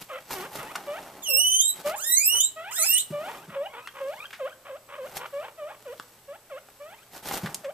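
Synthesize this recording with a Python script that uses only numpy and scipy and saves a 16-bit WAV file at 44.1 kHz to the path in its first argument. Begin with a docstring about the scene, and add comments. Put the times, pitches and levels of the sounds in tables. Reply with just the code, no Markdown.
"""Guinea pigs begging for food

Two guinea pigs call in a pen bedded with wood shavings, heard from close by. Three piercing wheeks sweep up
and break higher; low scooping squeaks, hoarse chutters and thin peeps go on around them. The calls are
harmonic voices, the scuffs grainy noise, the knocks short noise rings. Pen walls and a small room answer,
over hiss, a wavering hum, a thin whine and a faint low tone that swells twice."""
import sys
import numpy as np
from scipy import signal
from scipy.fft import rfft, irfft, next_fast_len
from scipy.io import wavfile
from scipy.ndimage import map_coordinates

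SR = 44100
rng = np.random.default_rng(int(sys.argv[2]) if len(sys.argv) > 2 else 0)


def inscribe(sig):
    """Save sig as 16-bit PCM at rate SR to the path in sys.argv[1].

    A 1-D sig is mono; a 2-D sig holds one channel per row.
    Samples are clipped to [-1, 1] before scaling.
    """
    pcm = np.round(np.clip(np.atleast_2d(sig).T, -1, 1) * 32767)
    wavfile.write(sys.argv[1], SR, pcm.astype(np.int16))


N = 340893

# The wheeks. Each row: swell-in in seconds, length after the voice breaks in seconds, pitch aimed at by
# the end in Hz, level in dB before the mouth resonance, strain from 0 to 1.
WHEEKS = [(0.085, 0.113, 4007, -25, 0.02), (0.16, 0.078, 4050, -26.5, 0.18),
          (0.1, 0.044, 4460, -26.5, 0.46)]
# Pitch path of each wheek up to its break, one list a wheek. Each row: time in seconds, pitch in Hz.
WHEEK_GLIDES = [
    [(1.222, 3700), (1.26, 3030), (1.3, 2690), (1.365, 2696), (1.395, 2913), (1.609, 3174)],
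    [(1.96, 1020), (2.05, 1812), (2.145, 1993), (2.23, 2460), (2.31, 2857), (2.402, 3071)],
    [(2.71, 1114), (2.75, 1618), (2.79, 1966), (2.82, 2084), (2.85, 2548), (2.976, 2985)],
]
# Squeaks that dip and rise. Each row: start in seconds, time from there to the dip in seconds, length in
# seconds, pitch of the dip in Hz, fundamental at the dip in dB, overtones in dB.
SQUEAKS = [(0.085, 0.058, 0.11, 514.5, -41, -43), (0.343, 0.052, 0.13, 365, -41.5, -40),
           (0.651, 0.0, 0.078, 851, -47.5, -50), (0.867, 0.031, 0.13, 579.4, -36.5, -43),
           (1.27, 0.074, 0.15, 514, -43, -55), (1.843, 0.0024, 0.12, 576.7, -29.5, -39.5),
           (2.557, 0.0038, 0.17, 633.6, -40.5, -42), (2.77, 0.045, 0.1, 630, -41, -40.0),
           (3.119, 0.028, 0.19, 586.3, -34.5, -44), (3.549, 0.031, 0.13, 549, -33, -47),
           (3.999, 0.05, 0.15, 535, -34, -45.5), (4.388, 0.049, 0.1, 517.5, -33.5, -43),
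           (4.669, 0.059, 0.11, 525.6, -41, -50.5), (4.971, 0.051, 0.11, 509, -38.5, -48.0),
           (5.324, 0.03, 0.141, 562, -36.5, -46.5), (5.573, 0.062, 0.15, 587, -39.5, -49),
           (5.848, 0.05, 0.1, 482, -39.5, -50), (6.275, 0.015, 0.094, 557, -43.5, -52),
           (6.494, 0.05, 0.1, 525.4, -41, -47.5), (6.794, 0.0, 0.16, 576, -45.5, -52),
           (7.633, 0.038, 0.082, 532, -35.5, -51)]
# Faint climbs to a thin peep. Each row: time of the top in seconds, length of the climb in seconds, level in dB.
PEEPS = [(3.442, 0.11, -47), (3.891, 0.28, -46), (4.255, 0.1, -39), (4.53, 0.046, -43), (7.032, .1, -54.5)]
# Hoarse chutters, and one faint squeak at 2.358 s rendered hoarsely. Each row: centre in seconds, level in dB.
CHUTTERS = [(0.129, -44), (0.606, -41.5), (2.358, -47), (3.32, -41), (3.536, -42.5), (3.772, -42.5),
            (3.985, -42.5), (4.217, -52), (4.686, -47.5), (4.929, -43), (5.226, -38), (5.458, -44),
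            (5.72, -50)]
# Scuffs in the shavings, with a short faint crackle at the very start and one breathy onset before the
# second wheek. Each row: centre in seconds, half length in seconds, swish level in dB.
SCUFFS = [(0.018, 0.013, -50.5), (0.329, 0.02, -38), (0.404, 0.044, -42), (0.57, 0.032, -41),
          (0.69, 0.18, -44), (1.02, 0.16, -46), (1.795, 0.039, -47.5), (1.881, 0.022, -39.5),
          (3.298, 0.11, -45), (5.123, 0.063, -48), (5.168, 0.0094, -44.5), (7.162, .024, -46.5),
          (7.284, 0.027, -39), (7.35, 0.023, -35), (7.425, 0.11, -43)]
# Footfalls, knocks and snapping flakes. Each row: start in seconds, level in dB before the decay and the
# soft start, centre of the ring in Hz, decay by 60 dB in seconds.
TAPS = [(0.306, -30, 845, 0.078), (0.584, -46, 120, 0.21), (.754, -24, 1290, 0.047),
        (0.758, -29.5, 6460, 0.022), (3.104, -29, 153, 0.095), (3.477, -39.5, 155, 0.18),
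        (3.873, -31.5, 1700, 0.03), (4.307, -37.5, 1850, 0.025), (4.329, -38, 1737, 0.16),
        (5.176, -28.5, 4760, 0.014), (5.261, -35, 930, 0.025), (5.998, -20, 1076, 0.0084),
        (6.686, -42, 770, 0.022), (7.311, -20, 890, 0.028), (7.432, -24, 147, 0.12),
        (7.459, -29, 1390, 0.083), (7.5451, -22.5, 6330, 0.025), (7.644, -37, 1640, 0.072)]
# Low background tone. Each row: centre in seconds, half length in seconds, mean pitch in Hz, peak level in dB.
LOW_TONES = [(2.8, .22, 404, -64), (5.85, .15, 440, -69)]
# A wavering hum at 120 Hz and a faint wavering tone at 425 Hz. Each row: frequency in Hz, middle level in dB.
HUM = [(120, -72), (425, -78)]

# Overtone balance of the open mouth in a wheek. Each row: frequency in Hz, relative gain in dB.
OPEN_MOUTH = [(2000, 1), (3800, -6.5), (4800, -13.5), (5370, -1), (5750, -11), (6600, 5.5), (7300, 5),
              (8800, -1.5), (11000, -10.5), (12700, -16.5), (13450, 6), (14400, -16.5)]
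# Overtone balance of the nearly shut mouth. Each row: frequency in Hz, relative gain in dB.
CLOSED_MOUTH = [(700, 4), (1200, 5), (1500, -1.5), (2200, -5), (2900, -5.5), (3400, -10.5), (4000, -19.5),
                (8000, -70)]
# Lowest mouth resonance, crossed by a wheek's fundamental. Each row: frequency in Hz, gain in dB.
WHEEK_RESONANCE = [(1800, -15.5), (2400, -9), (2700, -9), (2870, -2), (3050, 1.5), (3400, -6),
                   (4200, -10.5)]
# Body resonance under a squeak's fundamental. Each row: frequency in Hz, relative gain in dB.
CHEST = [(350, 3.5), (560, -4.5), (630, -6), (720, -11.5), (850, -9.5), (1700, -3)]
# Colour of the snapping flakes. Each row: frequency in Hz, relative gain in dB.
CRACKLE = [(800, -2.5), (2500, -3.5), (4500, -4.5), (8000, -6), (11000, -7), (14000, -1)]
# Colour of the duller bedding. Each row: frequency in Hz, relative gain in dB.
SWISH = [(60, -17), (300, -4), (800, -0.5), (1400, -9), (2800, -15.5), (4500, -21), (10000, -22)]
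# Colour of the hiss. Each row: frequency in Hz, relative density in dB per Hz.
HISS = [(25, -6), (100, -3), (900, -1), (2000, -7), (4000, -10), (10500, -10), (13000, -7)]
# Room decay. Each row: frequency in Hz, decay by 60 dB in seconds.
ROOM = [(200, 0.71), (7000, 0.27), (14000, 0.4)]

# Wheek break: pitch jump as a ratio, its duration, ceiling of the burst of effort, decay of that burst
BREAK_RATIO, BREAK_S, BREAK_DB, BREAK_DECAY_S = 1.14, 0.006, 5, 0.025
# Wheek overtones against the level; dB they gain for each dB the resonance takes from the fundamental
OVERTONES_DB, OVERTONE_TRADE = 0, 0.33
WHEEK_RELEASE_S, WHEEK_FADE_DB = 0.015, 21  # dying away; depth of the swell in and out
STRAIN_HZ = 2450  # pitch at which the strain is full
ONSET_ROUGH, BREAK_ROUGH = 0.5, 0.068  # extra roughness as the voice starts and as it breaks
WHEEK_JITTER = 0.022  # share of the pitch at full roughness
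TRIPLING_RAD, RASP_RAD = 0.75, 0.1  # phase swing at full roughness: regular, random

# Squeak scoop: log pitch into the dip, log pitch out of it, flatness of the dip
SCOOP_FALL, SCOOP_RISE, SCOOP_POWER = 0.45, 0.54, 2.4
SQUEAK_ATTACK_S = 0.016
SQUEAK_JITTER = 0.04  # base share of the pitch, scaled within each call
PEEP_CLIMB_DB = -7  # the climb against its top
CHUTTER_HALF_S = 0.038

# Half length at which a scuff crackles as loud as it swishes; dB of crackle lost per doubling of length
CRISP_HALF_S, CRISP_DB = 0.059, 5
STIR_DB = -58  # middle level of the faint crackle of bedding that never quite rests
TAP_OCTAVES, TAP_WIDENING = 1.33, 0.11  # ring width at 1 kHz; power of frequency by which it widens
TAP_LOW_HZ = 85  # the pen's floor radiates little below this

HISS_DB, HUM_SWING_DB = -55.5, 2.5  # hiss level; slow wavering of the hum
PEN_ECHO_DB = -8  # the walls' answer to squeaks and feet
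TOP_HZ = 14300  # upper band limit


def amp(db):
    """Decibels to gain."""
    return 10 ** (np.asarray(db) / 20)


def unit(x):
    """x at rms 1."""
    return x / np.sqrt(np.mean(x ** 2) + 1e-20)


def along(points, hz):
    """Rows of Hz and value, read on a log frequency axis."""
    f, v = np.transpose(points)
    return np.interp(np.log(hz + 1), np.log(f), v)


def wobble(rate, size):
    """A smooth random curve with rate knots a second."""
    knots = rng.standard_normal(int(size * rate / SR) + 4)
    return map_coordinates(knots, [np.arange(size) * rate / SR])


def filtered(x, response):
    """x shaped by a response of frequency."""
    m = next_fast_len(N + SR // 2)
    return irfft(rfft(x, m) * response(np.fft.rfftfreq(m, 1 / SR)), m)[..., :N]


def coloured(x, points):
    """x shaped by a colour table, at rms 1."""
    return unit(filtered(x, lambda hz: amp(along(points, hz))))


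def pair(three, apart_hz):
    """Two close microphones share the bass and differ more and more in the treble."""
    own = lambda hz: hz / np.hypot(hz, apart_hz)
    shared = filtered(three[0], lambda hz: np.sqrt(1 - own(hz) ** 2))
    return shared + filtered(three[1:], own)


def add(track, s, sound):
    """Mix a sound into the track from time s on."""
    part = track[max(round(s * SR), 0):][:len(sound)]
    part += sound[:len(part)]


def voice(pitch, low_db, high_db, mouth, warp, flutter_db, flutter_rate):
    """A fundamental plus overtones, which the mouth resonances balance and which each flutter alone."""
    phase = 2 * np.pi * np.cumsum(pitch) / SR + warp
    k = np.arange(2, 13)[:, None]  # harmonic numbers
    below_top = np.clip((SR * 0.36 - k * pitch) / 1000, 0, 1)  # fades out the highest overtones
    gains = amp(along(mouth, k * pitch)) * below_top
    gains /= np.linalg.norm(gains, axis=0)
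    flutter = np.array([wobble(flutter_rate, len(pitch)) for _ in k])
    gains *= unit(amp(flutter_db * flutter))
    fundamental = amp(low_db) * np.sin(phase)
    overtones = amp(high_db) * np.sum(gains * np.sin(k * phase), axis=0)
    return np.sqrt(2) * (fundamental + overtones)


def wheeks(waver=0.0069):
    """Whistled glides swell in, break upward and die; strained folds jitter in cycles of three and six."""
    out = np.zeros(N)
    for glide, (attack, tail, final_hz, db, strain) in zip(WHEEK_GLIDES, WHEEKS):
        s, hz = np.transpose(glide)
        start, snap, end = s[0], s[-1], s[-1] + tail
        t = np.arange(start, end, 1 / SR)
        pitch = np.interp(t, [*s, snap + BREAK_S, end], [*hz, hz[-1] * BREAK_RATIO, final_hz])

        starting = np.clip(1 - (t - start) / attack, 0, 1)
        ending = np.clip(1 - (end - t) / WHEEK_RELEASE_S, 0, 1)
        burst = np.clip((t - snap) / BREAK_S, 0, 1) * np.exp(-np.abs(t - snap) / BREAK_DECAY_S)
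        tension = np.minimum(pitch / STRAIN_HZ, 1) ** 2

        resonance_db = along(WHEEK_RESONANCE, pitch)
        low_db = db + resonance_db - WHEEK_FADE_DB * (starting * tension + ending)
        high_db = db + OVERTONES_DB - OVERTONE_TRADE * resonance_db
        high_db += BREAK_DB * burst - WHEEK_FADE_DB * (starting + ending)

        rough = np.clip((strain + ONSET_ROUGH * starting) * tension + BREAK_ROUGH * burst, 0, 1)
        jitter = WHEEK_JITTER * rough ** 2 * wobble(1100, len(t))
        pitch = pitch * (1 + waver * wobble(131.6, len(t)) + jitter)
        third = 2 * np.pi * np.cumsum(pitch) / SR / 3  # phase at a third of the pitch
        warp = TRIPLING_RAD * rough ** 2 * (np.sin(third) + 0.5 * np.sin(third / 2))
        warp += RASP_RAD * rough * wobble(3500, len(t))
        add(out, start, voice(pitch, low_db, high_db, OPEN_MOUTH, warp, flutter_db=4, flutter_rate=60.2))
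    return out


def squeaks(release=0.0077):
    """Short scoops with the mouth nearly shut; body resonance shades the fundamental as it dips and rises."""
    out = np.zeros(N)
    for start, dip, length, dip_hz, low_db, high_db in SQUEAKS:
        t = np.arange(0, length, 1 / SR)
        bend = np.clip((t - dip) / (length - dip), -1, 1)  # zero at the dip
        depth = np.where(bend < 0, SCOOP_FALL, SCOOP_RISE)
        pitch = dip_hz * np.exp(depth * np.abs(bend) ** SCOOP_POWER)
        bloom_db = along(CHEST, pitch) - along(CHEST, dip_hz)
        # steadiest in the dip
        pitch = pitch * (1 + SQUEAK_JITTER * (0.5 + bend ** 2) * wobble(700, len(t)))
        swell = np.clip(t / SQUEAK_ATTACK_S, 0, 1) * np.clip((length - t) / release, 0, 1)
        call = voice(pitch, low_db + bloom_db, high_db, CLOSED_MOUTH, 0, flutter_db=2.5, flutter_rate=111.2)
        add(out, start, swell * call)
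    return out


def peeps(from_hz=900, shoulder_hz=1380, top_hz=1610, arch_s=0.013, fade_db=-18, low_db=-3):
    """The voice climbs faintly to a small arch of pitch and dies away."""
    out = np.zeros(N)
    for s, climb, db in PEEPS:
        t = np.arange(-climb, arch_s, 1 / SR)  # zero at the top
        stages = [-climb, -min(arch_s, climb), 0, arch_s]
        pitch = np.interp(t, stages, [from_hz, shoulder_hz, top_hz, shoulder_hz])
        pitch = pitch * (1 + SQUEAK_JITTER * wobble(106.2, len(t)) / 2)
        level_db = db + np.interp(t, stages, [PEEP_CLIMB_DB, PEEP_CLIMB_DB, 0, fade_db])
        call = voice(pitch, level_db + low_db, level_db, CLOSED_MOUTH, 0, flutter_db=-6.5, flutter_rate=158)
        add(out, s - climb, call)
    return out


def chutters(pitch_hz=560, drift=0.12, jitter=0.11, low_db=-8, rattle_db=4.0):
    """The same throat with the folds flapping irregularly, the pitch wandering."""
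    t = np.arange(N) / SR
    # flat-topped swells
    swell = sum(amp(db) * np.exp(-0.5 * ((t - s) / CHUTTER_HALF_S) ** 6) for s, db in CHUTTERS)
    pitch = pitch_hz * np.exp(drift * wobble(25, N) + jitter * wobble(600, N))
    throat = voice(pitch, low_db, 0, CLOSED_MOUTH, 0, flutter_db=-1, flutter_rate=96)
    return swell * unit(throat * amp(rattle_db * wobble(200, N)))


def shavings(grain_db=5, clump_db=1.5, stir_swing_db=4):
    """Swells of tiny snaps over a duller swish, the quicker the crisper; the breathy onset is made alike."""
    t = np.arange(N) / SR
    crackle_power = amp(STIR_DB + stir_swing_db * wobble(3, N)) ** 2
    swish_power = np.zeros(N)
    for s, half, db in SCUFFS:
        swell = amp(db) * np.exp(-0.5 * ((t - s) / half) ** 2)
        crispness = amp(-CRISP_DB * np.log2(half / CRISP_HALF_S))
        crackle_power += (crispness * swell) ** 2
        swish_power += swell ** 2
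    clumps = amp(clump_db * wobble(150, N))

    def flakes():
        """Noise broken into grains, with both layers sharing the same clumps."""
        grains = rng.standard_normal((3, N)) * clumps * amp(grain_db * wobble(2500, N))
        return pair(grains, apart_hz=8400)

    crackle = np.sqrt(crackle_power) * coloured(flakes(), CRACKLE)
    swish = np.sqrt(swish_power) * coloured(flakes(), SWISH)
    return crackle + swish


def taps():
    """Each contact rings briefly in one band: low on the floor, middle on plastic, high for a snapping flake."""
    out, t = np.zeros(N), np.arange(SR // 4) / SR
    hz = np.fft.rfftfreq(len(t), 1 / SR)
    for s, db, centre_hz, t60 in TAPS:
        octaves = TAP_OCTAVES * (centre_hz / 1000) ** TAP_WIDENING
        band = 1 / (1 + (2 * np.log2((hz + 1) / centre_hz) / octaves) ** 2)
        ring = unit(irfft(rfft(rng.standard_normal(len(t))) * band, len(t)))
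        soft_start = 1 - np.exp(-2 * t * centre_hz)
        add(out, s, ring * amp(db - 60 * t / t60) * soft_start)
    return signal.sosfilt(signal.butter(2, TAP_LOW_HZ, 'high', fs=SR, output='sos'), out)


def walls(x, t60=0.12, echo_db=-4):
    """Dense early echoes off the pen, unlike in each treble channel, make gliding tones fade in and out."""
    t = np.arange(SR // 10) / SR
    echoes = rng.standard_normal((3, len(t))) * amp(-60 * t / t60) * (t > 0.001)
    echoes *= amp(echo_db) / np.linalg.norm(echoes, axis=1, keepdims=True)
    answer = signal.fftconvolve(x.mean(0)[None], echoes, axes=1)[:, :N]
    return x + pair(answer, apart_hz=1110)


def room(x):
    """A diffuse tail in which each frequency dies at its own speed."""
    hz, t, z = signal.stft(rng.standard_normal((3, SR // 2)), SR, nperseg=256)
    decay = amp(-60 * t / along(ROOM, hz)[:, None])
    tail = signal.istft(z * decay, SR, nperseg=256)[1]
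    tail = tail / np.linalg.norm(tail[0])
    late = np.pad(x, (200, 0))[None]  # delay in samples
    wet = signal.fftconvolve(late, tail, axes=1)[:, :N]
    return pair(wet, apart_hz=3240)


def from_right(x, lag_s):
    """A sound from the right reaches the left microphone a little later."""
    return filtered(x, lambda hz: np.exp(-2j * np.pi * hz * np.array([[lag_s], [0]])))


def low_tone(waver=0.0109):
    """A faint, unsteady sine comes and goes in smooth swells."""
    t = np.arange(N) / SR
    phase = 2 * np.pi * np.cumsum(1 + waver * wobble(5.6, N)) / SR  # for 1 Hz
    out = np.zeros(N)
    for s, half, hz, db in LOW_TONES:
        swell = amp(db) * np.exp(-0.5 * ((t - s) / half) ** 2)
        out += np.sqrt(2) * swell * np.sin(hz * phase)
    return out


def background(whine_db=-68, whine_hz=7880, whine_width_hz=90):
    """Room air and microphone hiss as shaped noise, wavering low sines and a narrow-band electronic whine."""
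    hiss = coloured(pair(rng.standard_normal((3, N)), apart_hz=2500), HISS)
    whine_band = lambda hz: 1 / (1 + ((hz - whine_hz) / whine_width_hz) ** 2)
    whine = unit(filtered(rng.standard_normal((2, N)), whine_band))
    t = np.arange(N) / SR
    hum = np.zeros(N)
    for hz, db in HUM:
        level = np.sqrt(2) * amp(db + HUM_SWING_DB * wobble(2.89, N))
        hum += level * np.sin(2 * np.pi * hz * t + 0.5 * wobble(1.6, N))
    return amp(HISS_DB) * hiss + amp(whine_db) * whine + hum


def scene(wheek_left_db=-2.6, wheek_right_db=2.5, wheek_lag_s=0.00008, squeak_lag_s=0.00007,
          wheek_room_db=-11, near_room_db=-15):
    """The wheeker sits well to the right, the squeaks slightly right, the rustle and knocks in front."""
    loud = wheeks()
    calls = squeaks() + peeps() + chutters()
    feet = taps() + shavings()
    sides = amp([[wheek_left_db], [wheek_right_db]])
    wheek = from_right(walls(loud[None], echo_db=-2), wheek_lag_s) * sides
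    near = from_right(walls(calls[None], echo_db=PEN_ECHO_DB), squeak_lag_s)
    near = near + walls(feet, echo_db=PEN_ECHO_DB)
    tail = room(amp(wheek_room_db) * loud + amp(near_room_db) * (calls + feet[0]))
    return wheek + near + tail + low_tone() + background()


def record(dry):
    """A steep low-pass keeps nothing above the band limit."""
    return filtered(dry, lambda hz: np.clip((TOP_HZ - hz) / 200 + 0.5, 0, 1))


dry = scene()
out = record(dry)
inscribe(out)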